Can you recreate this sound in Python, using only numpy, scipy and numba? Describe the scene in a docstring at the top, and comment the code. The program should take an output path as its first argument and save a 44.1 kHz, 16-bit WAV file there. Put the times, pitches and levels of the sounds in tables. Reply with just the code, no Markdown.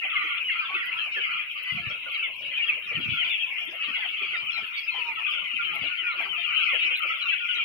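"""A long shed full of chicks, around a phone that pans slowly over them. The chorus opens loud and thins at once,
then runs on with brief hushes: thousands of falling sine peeps overlap with low chirrs and a few shrill calls,
and the nearest chicks stand out. Throughout, low noise swells and bright ticks of beaks on drinkers sound over a
flickering noise floor, with hiss and thin sine whine mostly left. Air rumbles and thuds left after 1.7 s, right
near 3 s; from about 4 s to 6 s the voices lean further left, then ease back a little."""
import sys
import numpy as np
from scipy import signal
from scipy.io import wavfile
from scipy.ndimage import uniform_filter1d
from numba import njit

SR = 44100
rng = np.random.default_rng(int(sys.argv[2]) if len(sys.argv) > 2 else 0)


def digitize_waveform(pressure):
    """Quantize a signal to 16-bit integers and store it at the path in sys.argv[1].

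    Rows of a 2-D input are taken as channels; values are limited to [-1, 1].
    """
    field = np.atleast_2d(pressure).T
    bounded = np.clip(field, -1, 1)
    quanta = np.round(bounded * 32767).astype(np.int16)
    wavfile.write(sys.argv[1], SR, quanta)


N = 337320
T = np.arange(N) / SR


def undb(db):
    """Gain of a level in dB."""
    return 10 ** (np.asarray(db) / 20)


def level(x, db):
    """Bring x to an rms level in dB."""
    return x * undb(db) / np.sqrt(np.mean(x ** 2))


def sides(pan_db):
    """Left and right gains of constant total power, for a left minus right difference in dB."""
    left = 1 / (1 + undb(-2 * np.asarray(pan_db)))
    return np.sqrt(np.array([left, 1 - left]))


def band(x, lo_hz, hi_hz, order=2):
    """Keep the band between two frequencies."""
    return signal.sosfilt(signal.butter(order, [lo_hz, hi_hz], "bandpass", fs=SR, output="sos"), x)


def walk(rate, size=N):
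    """Random levels held 1 / rate s and slewed twice; spread near 1."""
    hold = int(SR / rate)
    steps = np.repeat(rng.standard_normal(size // hold + 1), hold)
    return 2.07 * uniform_filter1d(uniform_filter1d(steps, hold), hold)[:size]


def patchy(points, lo_hz, count, per_octave, own_db, shared_db, rate, alike_hz):
    """Narrow noise bands that flicker together and alone; the ports grow more alike below alike_hz."""
    out = 0
    hz_at, db_at = np.transpose(points)
    half = 2 ** (.5 / per_octave)
    shared = shared_db * walk(rate)
    for hz in lo_hz * half ** (2 * np.arange(count)):
        mid, side = band(rng.standard_normal((2, N)), hz / half, hz * half, order=3)
        db = np.interp(np.log(hz), np.log(hz_at), db_at) + own_db * walk(rate) + shared
        width = min(hz / alike_hz, 1)
        out = out + undb(db) * (mid + width * side * np.array([[1], [-1]]))
    return level(out, 0)


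@njit
def whistle(calls, gains, chance, size, shape, trill, overtone):
    """Each call is a near sine that glides with a small trill; it reaches the two ports out of step."""
    # calls: start s, length s, start Hz, end Hz, bend; chance: port step in cycles, trill rate, trill phase
    # shape: skew and sharpness of the swell; trill: lowest rate per s, pitch share, level share
    out = np.zeros((2, size))
    for c in range(len(calls)):
        start, n = int(calls[c, 0] * SR), int(calls[c, 1] * SR)
        phase, beat = 0., 2 * np.pi * (1 + chance[c, 1]) * trill[0] / SR
        for i in range(max(0, -start), min(n, size - start)):
            u = i / n
            shake = np.sin(beat * i + 2 * np.pi * chance[c, 2])
            hz = calls[c, 2] + (calls[c, 3] - calls[c, 2]) * u ** calls[c, 4]
            phase += 2 * np.pi * hz * (1 + trill[1] * shake) / SR
            swell = np.sqrt(2) * np.sin(np.pi * u ** shape[0]) ** shape[1] * (1 + trill[2] * shake)
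            for ear in range(2):
                p = phase + ear * 2 * np.pi * chance[c, 0]
                out[ear, start + i] += gains[ear, c] * swell * (np.sin(p) + overtone * np.sin(2 * p))
    return out


# Colour of the hiss. Each row: frequency in Hz, relative level in dB per Hz.
HISS_COLOUR = [(9500, -17.5), (10500, -20.5), (11700, -1), (12800, -3), (14000, -7), (15200, 2.5)]
# Thin electronic tones. Each row: frequency in Hz, level in dB rms before panning and the port gain.
WHINE_TONES = [(8791, -87.5), (9873, -75.5), (12102, -87), (13184, -94.5), (14271, -76), (14330, -85.5),
               (14513, -91), (15353, -92.5), (15412, -91)]
PORT_GAIN = 2


def electronics():
    """Hiss and thin wavering tones, far stronger in the left port."""
    hiss = patchy(HISS_COLOUR, 9900, count=9, per_octave=12, own_db=1.5, shared_db=1.5, rate=14, alike_hz=100)
    hiss = hiss * undb(-72.5) * sides(13)[:, None]
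    whine = 0
    for hz, db in WHINE_TONES:
        drift = 1.4 * np.array([walk(7.1), walk(3.0)])  # radians, one row a port
        loudness = np.sqrt(2) * undb(db + 2.0 * walk(70))
        whine = whine + loudness * np.sin(2 * np.pi * hz * T + drift)
    return (hiss + whine * sides(20)[:, None]) * PORT_GAIN


# Puffs of air on the ports. Each row: start in seconds, hold in seconds, level in dB, left minus right in dB.
AIR_PUFFS = [(1.734, 0.15, -47, 13), (1.925, 0.043, -61, 18), (2.056, 0.022, -62, 3),
             (2.864, 0.063, -53.5, 21), (2.965, 0.18, -41, -27), (3.227, 0.037, -57.5, 13),
             (4.421, 0.22, -60, 14), (5.81, 0.0093, -46.5, -1), (7.215, 0.042, -65, -0.5)]
PUFF_RISE_DB_PER_S, PUFF_FADE_DB_PER_S = 895, 398.5


def puffs():
    """Turbulent air at the ports: a rough low rumble that sets in fast, holds and fades."""
    common, own = rng.standard_normal(N), rng.standard_normal((2, N))
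    low_noise = band(band(common + .8 * own, 70, 230), 55, 450)
    rumble = level(low_noise * undb(2.5 * walk(60)), 0)
    gain = 0
    for s, hold, db, pan_db in AIR_PUFFS:
        rise_db = PUFF_RISE_DB_PER_S * np.maximum(s - T, 0)
        fade_db = PUFF_FADE_DB_PER_S * np.maximum(T - s - hold, 0)
        gain = gain + undb(db - rise_db - fade_db) * sides(pan_db)[:, None]
    return rumble * gain


# Single eddies that buffet mostly one port. Each row: start in seconds, level in dB, left minus right in dB.
EDDIES = [(1.721, -31.5, 7), (1.747, -32, 5), (1.763, -33, 10), (1.796, -35.5, 14), (1.867, -29, 10),
          (2.946, -35, -20), (2.969, -28, -25), (2.983, -33, -27), (3.014, -45, -27), (3.055, -32.5, -29),
          (3.084, -27.5, -30), (3.117, -29, -21), (3.154, -42, -26)]
EDDY_HZ, EDDY_RISE_S = 139, 0.0043


def eddies():
    """Each eddy thuds on a port: a short low sine that swells and dies, its pitch a little random."""
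    out, t = np.zeros((2, N)), np.arange(SR // 10) / SR
    swell = t / EDDY_RISE_S * np.exp(1 - t / EDDY_RISE_S)
    for (s, db, pan_db), chance in zip(EDDIES, rng.standard_normal(len(EDDIES))):
        thud = np.sin(2 * np.pi * EDDY_HZ * (1 + 0.16 * chance) * t) * swell
        out[:, int(s * SR):][:, :len(t)] += undb(db) * sides(pan_db)[:, None] * thud
    return out


def air():
    """All the air at the ports, trimmed to its low band."""
    return band(puffs() + eddies(), 60, 700)


# Colour of the low noise floor. Each row: frequency in Hz, relative level in dB per Hz.
LOW_FLOOR_COLOUR = [(24, -42), (40, -9.5), (123, -2.5), (230, -8), (338, -4.5), (550, -3), (869, -7.5),
                    (1100, 8.5), (1430, -30), (2420, -120)]
# Colour of the high noise floor. Each row: frequency in Hz, relative level in dB per Hz.
HIGH_FLOOR_COLOUR = [(3600, 4.5), (4400, -26.5), (5200, -11.5), (6200, -22), (7200, -27.5), (9000, -35)]


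def patchy_floor():
    """Low patchy noise floor that flickers in narrow bands, and a high one that leans left."""
    low = patchy(LOW_FLOOR_COLOUR, 42, count=24, per_octave=5, own_db=3.2, shared_db=1.6, rate=13, alike_hz=3000)
    high = patchy(HIGH_FLOOR_COLOUR, 3700, count=10, per_octave=7, own_db=4, shared_db=1.5, rate=30, alike_hz=100)
    return low * undb(-60.5) + high * undb(-58.5) * sides(8.1)[:, None]


# Short swells of low noise. Each row: start in seconds, relative level in dB, colour in Hz.
NOISE_SWELLS = [(0.027, -33, 740), (0.227, -39.5, 332), (0.689, -35, 820), (0.732, -36.5, 330),
                (1.053, -39.5, 720), (1.157, -33.5, 432), (1.862, -46, 573), (1.89, -39, 544),
                (1.935, -44, 560), (2.056, -39.5, 576), (2.27, -39.5, 640), (2.398, -41, 583),
                (2.577, -41, 940), (2.75, -41, 557), (2.902, -34.5, 514), (2.974, -31.5, 303),
                (3.062, -45, 245), (3.4, -49.5, 690), (3.606, -42.5, 700), (3.666, -37.5, 315),
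                (3.718, -36.5, 627), (3.872, -36, 263), (3.96, -35.5, 850), (4.031, -36, 785),
                (4.206, -35.5, 390), (4.402, -39, 966), (4.565, -38, 754), (4.61, -43, 390),
                (4.934, -30, 916), (4.968, -39.5, 403), (5.07, -35.5, 980), (5.18, -32.5, 960),
                (5.409, -50, 317), (5.526, -44.5, 240), (5.745, -35.5, 770), (5.821, -33.5, 605),
                (5.832, -38.5, 299), (6, -45, 347), (6.13, -41.5, 634), (6.168, -41.5, 347),
                (6.19, -29.5, 776), (6.24, -41, 393), (6.245, -36, 910), (6.724, -28, 590),
                (6.745, -47, 310), (6.836, -40, 332), (6.899, -39, 472), (6.915, -46, 318),
                (7.037, -36.5, 586), (7.08, -47, 420), (7.551, -46.5, 344)]
SWELL_RISE_S, SWELL_TRIM_DB = .021, -11.5
SWELL_SKIRT_DB = -5  # broad grit around the colour of a swell


def noise_swells():
    """Short swells of low gritty noise, each with its own colour."""
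    out, t = np.zeros((2, N + SR)), np.arange(SR // 4) / SR
    swell = (t / SWELL_RISE_S * np.exp(1 - t / SWELL_RISE_S)) ** 2
    swell = sides(-1)[:, None] * swell
    for s, db, hz in NOISE_SWELLS:
        common, own = rng.standard_normal(len(t)), rng.standard_normal((2, len(t)))
        noise = common + 0.53 * own
        core = level(band(noise, hz / 1.182, hz * 1.173), 0)
        skirt = level(band(noise, hz / 2, hz * 2.1), SWELL_SKIRT_DB)
        out[:, int(s * SR):][:, :len(t)] += (core + skirt) * undb(db + SWELL_TRIM_DB) * swell
    return out[:, :N]


# Beaks on drinkers and feeders. Each row: start in seconds, relative level in dB.
BEAK_TICKS = [(.391, -82), (.7098, -64), (.841, -59), (1.6282, -60), (1.894, -59), (2.1101, -56),
              (2.2374, -66), (2.352, -59), (2.5775, -66.5), (2.676, -62.5), (2.7866, -63), (3.1425, -57),
              (3.285, -55), (3.6316, -60), (3.821, -61.5), (3.914, -54.5), (4.447, -63), (5.3, -61),
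              (5.3911, -62), (5.738, -52.5), (6.208, -54), (6.3215, -64), (6.4408, -66), (6.526, -59),
              (6.7231, -62), (6.9675, -56), (7.0664, -57)]
FAINT_TICK_DB, TICK_TRIM_DB, TICK_PAN_DB = -66, 7.0, 14.5
TICK_RATTLE = 0.62  # usual share of rattle against click


def ticks():
    """A click, then a gritty rattle of the drinker, bright through the port's high resonance; faint ones between."""
    out, t = np.zeros((2, N + SR)), np.arange(SR // 8) / SR
    faint = [(s * N / SR, FAINT_TICK_DB + 8.0 * (size - .5)) for s, size in rng.random((35, 2))]
    for s, db in BEAK_TICKS + faint:
        share = np.clip(TICK_RATTLE + .15 * rng.standard_normal(), 0, 1)
        slow = 0.011 * (0.53 + rng.random())  # rise of the rattle in s
        click = t / 0.003 * np.exp(1 - t / .002)
        rattle = t / slow * np.exp(1 - t / slow)
        shape = (1 - share) * click + share * rattle
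        flicker = undb(4.6 * walk(300, size=len(t)))
        grit = band(rng.standard_normal((2, len(t))) * shape * flicker, 10800, 14500)
        out[:, int(s * SR):][:, :len(t)] += undb(db + TICK_TRIM_DB) * sides(TICK_PAN_DB)[:, None] * grit
    return out[:, :N]


# The phone swings round. Each row: time in seconds, left minus right in dB.
PHONE_TURN = [(0.0, 7.5), (1.4, 6.5), (1.64, 7), (2.83, 7), (3.24, 6), (3.75, 7), (6.05, 11), (7.65, 9)]
LEAN_DB_PER_OCTAVE, LEFT_PEAK_HZ = 15, 3200  # the left port favours pitches near this one


def pan_of(s, hz):
    """Left minus right dB of a call: where the phone points, and the colour of the left port."""
    octaves_off = np.minimum(abs(np.log2(hz / LEFT_PEAK_HZ)), 1.05)
    return np.interp(s, *np.transpose(PHONE_TURN)) + LEAN_DB_PER_OCTAVE * (.3 - octaves_off)


# Loudness of the flock. Each row: time in seconds, level of all voices in dB, extra level of low chirrs in dB.
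FLOCK_LOUDNESS = [(0, -21.5, 4), (.2, -30, 0.5), (.75, -32, 4.5), (1.2, -30.5, -4.5), (1.5, -32.5, 0),
                  (1.9, -31.5, 1), (2.25, -31, -4), (2.6, -32.5, -6.5), (3.1, -30.5, -3), (3.4, -29, -2),
                  (3.85, -29.5, 2.5), (4.35, -30.5, 1.5), (4.9, -31, 1), (5.7, -29.5, -0.5), (6.2, -31, 2),
                  (6.7, -28, -1), (7.1, -31, 6), (7.35, -29.5, -4), (7.65, -32, -5)]
# Brief hushes of the flock. Each row: middle in seconds, half width in seconds, depth in dB before a voice's share.
HUSHES = [(.07, 0.038, 8.5), (0.459, 0.034, 11.5), (1.098, 0.02, 7), (1.479, 0.068, 6),
          (2.019, 0.058, 11.5), (2.342, 0.063, 13), (2.811, 0.067, 7.5), (3.482, 0.11, 9.5),
          (3.699, 0.076, 11.5), (4.149, 0.076, 1.5), (4.469, 0.041, 4), (4.86, 0.099, 4.5), (5.45, 0.14, 4),
          (6.302, 0.02, 12), (7.179, 0.042, 5.5), (7.39, 0.015, 0.5)]
# Peeps, low chirrs, shrill calls, deep peeps. 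Each row: calls a second, middle pitch in Hz, pitch spread as a share,
# typical fall as a share, typical length in seconds, gain in dB, share of a hush, own waver in dB.
FLOCK_VOICES = [(349.6, 2561, .118, 0.1637, 0.034, -0.52, 0.57, 1.06),
                (99.3, 1320, 0.075, .086, 0.034, -16.5, 1.6, 2.2),
                (130, 4050, .095, 0.046, 0.045, -29, 3, 1.2), (87, 1780, 0.065, 0.16, 0.041, -24, 0.93, 2)]
CHIRR_BELOW_HZ, WAVERS_PER_S = 1500, 6.5
SPAN_S, MOST_CALLS = 8, 4000


def flock():
    """Four kinds of voice scattered in time, pitch, distance and direction; a peep holds, then drops."""
    times, all_db, low_db = np.transpose(FLOCK_LOUDNESS)
    loud_db, chirr_db = np.interp(T, times, all_db), np.interp(T, times, low_db)
    hush_db = sum(depth_db * np.exp(-((T - s) / half) ** 2) for s, half, depth_db in HUSHES)
    out = 0
    for rate, hz, spread, fall, length, gain_db, hush, waver_db in FLOCK_VOICES:
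        count = int(rate * SPAN_S)
        even = rng.random((MOST_CALLS, 5))[:count]
        bell = rng.standard_normal((MOST_CALLS, 5))[:count]
        middle = hz * np.exp(spread * np.clip(bell[:, 0], -2, 1.7))
        drop = fall * np.exp(0.7234 * np.clip(bell[:, 1], -2, 1.0))
        start = SPAN_S * even[:, 0] - .01
        lengths = length * np.exp(.35 * bell[:, 2])
        bend = 1 + even[:, 4]
        calls = np.c_[start, lengths, middle * (1 + .4 * drop), middle * (1 - .6 * drop), bend]
        gains = undb(3 * bell[:, 3]) * sides(pan_of(start, middle) + 4.9 * bell[:, 4])
        shape, trill = np.array([.8, 1.6]), np.array([40, .013, .3])
        crowd = whistle(calls, gains, even[:, 1:4].copy(), N, shape, trill, undb(-52.5))
        swing_db = loud_db + chirr_db * (hz < CHIRR_BELOW_HZ) - hush * hush_db + waver_db * walk(WAVERS_PER_S)
        out = out + level(crowd, gain_db) * undb(swing_db)
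    return out


# Calls of the nearest chicks. Each row: start in seconds, length in seconds, start pitch in Hz, end pitch in Hz,
# level in dB, left minus right in dB.
NEAR_CALLS = [(0.009, 0.028, 1850, 1750, -36.5, 5), (0.048, 0.063, 2130, 1780, -33, 1.5),
              (0.14, 0.096, 1180, 1312, -37, -2.5), (0.142, 0.029, 1710, 1700, -40.5, -20),
              (0.152, 0.033, 2190, 1940, -19, 3), (0.167, 0.13, 2430, 1720, -32, -12),
              (0.183, 0.076, 3950, 3780, -50, 9), (0.186, 0.033, 2630, 2680, -33.5, 5),
              (0.202, 0.041, 2080, 1740, -28, -8), (0.287, 0.067, 1440, 1346, -34, -7),
              (0.371, 0.036, 1357, 1356, -36, -3), (0.375, 0.024, 3500, 3330, -37, 16),
              (0.4, 0.039, 2630, 2380, -26, 10), (0.439, 0.096, 3020, 2454, -25.5, 2.5),
              (0.481, 0.028, 2150, 1470, -26, -16), (0.497, 0.047, 2194, 1946, -23.5, 4.5),
              (0.551, 0.053, 1379, 1320, -36, 0.5), (0.586, 0.033, 2414, 2460, -21.5, 8),
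              (0.587, 0.069, 1384, 1017, -33, 4), (0.607, 0.071, 1535, 1670, -38, -9),
              (0.682, 0.082, 1092, 1210, -34, 1), (0.733, 0.1, 3540, 2590, -39.5, 3),
              (0.739, 0.033, 3950, 3800, -54, -5), (0.74, 0.032, 2530, 2750, -21, 5),
              (0.75, 0.012, 1374, 1360, -26.5, -3), (0.753, 0.04, 2150, 2300, -29, 2),
              (0.763, 0.042, 1970, 1830, -29, -8), (0.798, 0.05, 2340, 1354, -26.5, -5),
              (0.836, 0.054, 1960, 1940, -33, -8), (0.849, 0.094, 2120, 1990, -37.5, 4),
              (0.948, 0.068, 1316, 1434, -34.5, 1), (0.984, 0.067, 4070, 4000, -50.5, 8),
              (0.985, 0.031, 1670, 1770, -37, -7), (1.114, 0.053, 5230, 5100, -58, 14),
              (1.161, 0.041, 1800, 1550, -26, -7), (1.209, 0.022, 3550, 3440, -47, 0),
              (1.214, 0.024, 1730, 1690, -36, -11), (1.233, 0.03, 2220, 2065, -23, 5),
              (1.311, 0.035, 1430, 1410, -34.5, -5), (1.643, 0.068, 2010, 1950, -30.5, 4),
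              (1.667, 0.081, 3040, 2710, -28, 8), (1.694, 0.038, 2044, 2044, -25, 7),
              (1.77, 0.04, 714, 700, -45.5, -5), (1.771, 0.034, 2324, 2010, -29.5, -10),
              (1.81, 0.098, 1710, 1820, -41.5, -4), (1.888, 0.029, 5420, 5430, -54, 18),
              (2.058, 0.033, 1467, 1364, -34, -6), (2.135, 0.042, 3200, 2930, -32, 15),
              (2.145, 0.026, 2320, 2070, -26, 0), (2.142, 0.03, 3970, 3720, -41, 8),
              (2.22, 0.055, 2310, 1957, -24.5, -1), (2.532, 0.039, 3110, 2820, -28, 11),
              (2.562, 0.067, 2485, 2170, -22, 4), (2.572, 0.037, 3720, 3290, -45, 15),
              (2.614, 0.049, 2870, 2700, -22.5, 7), (2.661, 0.042, 3300, 3000, -27.5, 11),
              (2.679, 0.025, 1900, 2000, -34.5, -16), (2.685, 0.028, 2680, 2305, -16.5, -1.5),
              (2.882, 0.061, 2420, 2170, -29, 3), (2.946, 0.043, 1920, 1730, -34.5, -2),
              (2.95, 0.027, 3120, 2760, -24.5, 9), (2.993, 0.082, 3270, 3120, -33, 10),
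              (3.032, 0.039, 2850, 2340, -29, 5), (3.117, 0.056, 3400, 3330, -33, 14),
              (3.175, 0.021, 1446, 1330, -30.5, -4.5), (3.175, 0.092, 3217, 2306, -22.5, 16),
              (3.207, 0.027, 2230, 1760, -24.5, -0.5), (3.208, 0.036, 700, 700, -48, 2),
              (3.236, 0.027, 2410, 2350, -28.5, 15), (3.239, 0.075, 4600, 4680, -56.5, 20),
              (3.252, 0.07, 722, 726, -54.5, 0), (3.29, 0.088, 3504, 3130, -29, 16),
              (3.299, 0.094, 2820, 1910, -36, 7), (3.306, 0.094, 732, 710, -60, 8),
              (3.391, 0.05, 3270, 3170, -27.5, 15), (3.412, 0.03, 3100, 2530, -32, 6),
              (3.428, 0.032, 2650, 2324, -21.5, 6), (3.613, 0.026, 2405, 2380, -28, 2),
              (3.797, 0.054, 2590, 2550, -27.5, -1), (3.834, 0.041, 3800, 3760, -44.5, -1),
              (3.878, 0.035, 1890, 1820, -38.5, -1), (3.933, 0.052, 2900, 2700, -26, 5),
              (3.995, 0.067, 1810, 1345, -36, -10), (4.327, 0.051, 1480, 1274, -35, -13),
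              (4.329, 0.038, 2200, 1690, -25.5, -9), (4.341, 0.049, 3620, 3720, -41.5, 13),
              (4.353, 0.074, 2420, 2260, -27.5, 8), (4.36, 0.052, 4840, 4900, -51.5, 18),
              (4.453, 0.079, 2520, 2000, -37.5, -10), (4.462, 0.052, 3050, 2630, -28, 15),
              (4.49, 0.021, 2574, 2290, -21.5, 10), (4.506, 0.064, 5380, 4970, -53, 16),
              (4.526, 0.063, 4130, 3600, -36.5, 6), (4.551, 0.034, 2265, 1750, -33, 5),
              (4.559, 0.058, 5220, 5180, -54, 20), (4.629, 0.022, 1790, 1610, -37, -8),
              (4.729, 0.063, 3630, 3570, -40.5, 12), (4.753, 0.064, 2300, 2200, -29, -8),
              (4.764, 0.044, 4500, 4400, -40, 4), (4.765, 0.076, 3380, 3230, -35.5, 17),
              (4.772, 0.041, 5400, 5370, -59.5, 13), (4.873, 0.041, 2665, 2370, -21, 9),
              (4.899, 0.049, 4120, 4060, -42, 7), (4.914, 0.03, 1030, 945, -46, -3),
              (4.931, 0.095, 3150, 2800, -29, 16), (4.952, 0.098, 1021, 920, -40.5, -1),
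              (4.985, 0.02, 4730, 4700, -54, 13), (5.014, 0.021, 2595, 2560, -20.5, 8),
              (5.041, 0.096, 949, 880, -37.5, -4), (5.067, 0.066, 2503, 2232, -26.5, -7),
              (5.156, 0.074, 1990, 1630, -40, -14), (5.165, 0.042, 1310, 1287, -31.5, -3),
              (5.23, 0.071, 2560, 2260, -26, 3), (5.277, 0.035, 1204, 1170, -33, 6),
              (5.278, 0.059, 3240, 2940, -29, 12), (5.303, 0.096, 2360, 1876, -41, -1),
              (5.369, 0.026, 1420, 1360, -34.5, 1), (5.485, 0.099, 2900, 2580, -30, 5),
              (5.576, 0.056, 2400, 2117, -30, -1), (5.588, 0.037, 1435, 1360, -27, -11),
              (5.637, 0.088, 3137, 2930, -28.5, 19), (5.656, 0.1, 1297, 1130, -37.5, -2),
              (5.726, 0.033, 842, 877, -44, 3), (5.744, 0.06, 1320, 1365, -39.5, -2),
              (5.798, 0.1, 2990, 2550, -30, 9), (5.836, 0.062, 4070, 3070, -46.5, 10),
              (5.87, 0.026, 2767, 2820, -31, 18), (5.892, 0.07, 1476, 1390, -34, -21),
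              (5.969, 0.07, 3140, 2650, -26.5, 13), (6.03, 0.11, 2530, 2003, -24.5, 6),
              (6.031, 0.11, 1472, 1284, -30.5, -6), (6.057, 0.04, 1920, 1910, -34.5, -6),
              (6.099, 0.056, 4000, 3980, -47.5, 4), (6.12, 0.025, 3630, 3750, -44.5, 21),
              (6.178, 0.07, 2546, 1650, -32, 0), (6.208, 0.02, 1640, 1530, -33.5, -15),
              (6.283, 0.082, 3136, 2660, -26, 17), (6.366, 0.076, 3160, 3040, -31, 24),
              (6.377, 0.035, 716, 696, -41.5, 3), (6.382, 0.059, 3550, 3490, -39, 10),
              (6.409, 0.026, 2390, 2390, -32, 2), (6.44, 0.023, 2880, 2710, -22, 13.5),
              (6.442, 0.03, 3320, 3070, -34, 13), (6.471, 0.066, 2460, 2050, -30, 2),
              (6.485, 0.037, 3070, 2700, -26, 11), (6.522, 0.031, 2016, 1890, -38, -1),
              (6.552, 0.074, 3100, 2820, -23.5, 22), (6.565, 0.022, 2740, 2560, -23, 13),
              (6.565, 0.068, 3760, 3950, -46, 12), (6.603, 0.076, 3330, 2880, -31, 15),
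              (6.618, 0.08, 5010, 4910, -55, 5), (6.658, 0.052, 2070, 1980, -33.5, -5),
              (6.662, 0.06, 2555, 2400, -26, -4), (6.676, 0.069, 1260, 940, -39.5, -3),
              (6.677, 0.043, 3110, 3040, -39, 17.5), (6.724, 0.053, 1870, 1550, -34, -8),
              (6.735, 0.051, 2730, 2370, -26.5, 12), (6.748, 0.025, 2930, 2860, -24, 19.5),
              (6.789, 0.12, 2987, 3070, -31.5, 10), (6.792, 0.068, 3690, 3530, -40.5, 8),
              (6.812, 0.085, 2397, 2150, -27.5, -3), (6.823, 0.048, 4060, 3980, -47.5, 6),
              (6.848, 0.04, 5330, 5260, -55, 17), (6.91, 0.042, 2750, 2797, -23.5, 15),
              (6.93, 0.041, 2540, 2320, -23, -1), (6.947, 0.058, 3550, 3480, -41, 11),
              (6.955, 0.023, 3870, 4050, -35.5, 2), (7.025, 0.034, 1433, 1280, -31.5, 5),
              (7.048, 0.12, 2346, 2070, -28, -1), (7.075, 0.059, 5410, 5490, -57.5, 14),
              (7.152, 0.038, 3570, 3350, -43.5, 11), (7.181, 0.05, 3390, 3260, -37, 13),
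              (7.212, 0.035, 4010, 3760, -33.5, 2), (7.213, 0.034, 3020, 2760, -27, 15),
              (7.253, 0.12, 2716, 2500, -23.5, 5.5), (7.255, 0.027, 3580, 3560, -40.5, 16),
              (7.263, 0.11, 4050, 4040, -51.5, 10), (7.279, 0.031, 2410, 2260, -20.5, 7),
              (7.28, 0.035, 3100, 2840, -24, 15), (7.286, 0.063, 3220, 3540, -34, 12),
              (7.313, 0.02, 1980, 1880, -29, -10), (7.318, 0.038, 1654, 1320, -33, -3),
              (7.33, 0.016, 2803, 2550, -19.5, 10), (7.335, 0.077, 2290, 2320, -36, 0),
              (7.398, 0.073, 1454, 1364, -33.5, -8.5), (7.399, 0.016, 1870, 1890, -39, -15),
              (7.48, 0.083, 3020, 2556, -25.5, 14), (7.482, 0.055, 1470, 1440, -31.5, -10),
              (7.503, 0.051, 3480, 2740, -34, 18), (7.536, 0.031, 5870, 5800, -56.5, 16),
              (7.541, 0.041, 1417, 1426, -37, 0), (7.55, 0.035, 3820, 3770, -36.5, 6),
              (7.58, 0.034, 1408, 1245, -32, 4.5), (7.623, 0.015, 2750, 2590, -24, 9)]
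NEAR_BEND = 1.8  # above 1 a call holds its pitch, then glides
SHRILL_ABOVE_HZ = 3500


def near_chicks():
    """The calls that stand out of the chorus: slightly trembling glides; the shrill ones warble roughly."""
    rows = np.array(NEAR_CALLS, float)
    chance = rng.random((len(rows), 4))
    port_step = np.sign(chance[:, 3] - .5) * (.13 + .24 * chance[:, 0])  # cycles
    steps = np.c_[port_step, chance[:, 1:3]]
    gains = undb(rows[:, 4]) * sides(rows[:, 5])
    calls = np.c_[rows[:, :4], np.full(len(rows), NEAR_BEND)]
    shrill = rows[:, 2] > SHRILL_ABOVE_HZ
    shape = np.array([.9, .8])
    tremble, warble = np.array([40, .004, .18]), np.array([55, .018, .65])
    plain_calls = whistle(calls, gains * ~shrill, steps, N, shape, tremble, undb(-46))
    shrill_calls = whistle(calls, gains * shrill, steps, N, shape, warble, undb(-46))
    return plain_calls + shrill_calls


SHED_T60_S = .22
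FLOCK_WET_DB, NEAR_WET_DB = -3, -11


def shed(x, wet_db):
    """Floor, roof and walls return a short diffuse tail, more of it to the right port."""
    t = np.arange(int(SR / 2)) / SR
    tail = rng.standard_normal((2, len(t))) * 1000. ** (-t / SHED_T60_S) * (t > .004)
    tail = tail / np.sqrt(np.sum(tail ** 2, axis=1, keepdims=True))
    tail = tail * undb(wet_db + np.array([[-1.5], [1.5]]))
    return x + signal.fftconvolve(x, tail, axes=1)[:, :N]


def scene():
    """Port noise, air, patchy noise floor, noise swells and ticks stay dry; the voices ring in the shed."""
    background = electronics() + air() + patchy_floor() + noise_swells() + ticks()
    return background + shed(flock(), FLOCK_WET_DB) + shed(near_chicks(), NEAR_WET_DB)


def record(dry):
    """The phone cuts the top, steeply above 15.7 kHz."""
    return signal.sosfilt(signal.ellip(12, .2, 85, 15700, fs=SR, output="sos"), dry)


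dry = scene()
out = record(dry)
digitize_waveform(out)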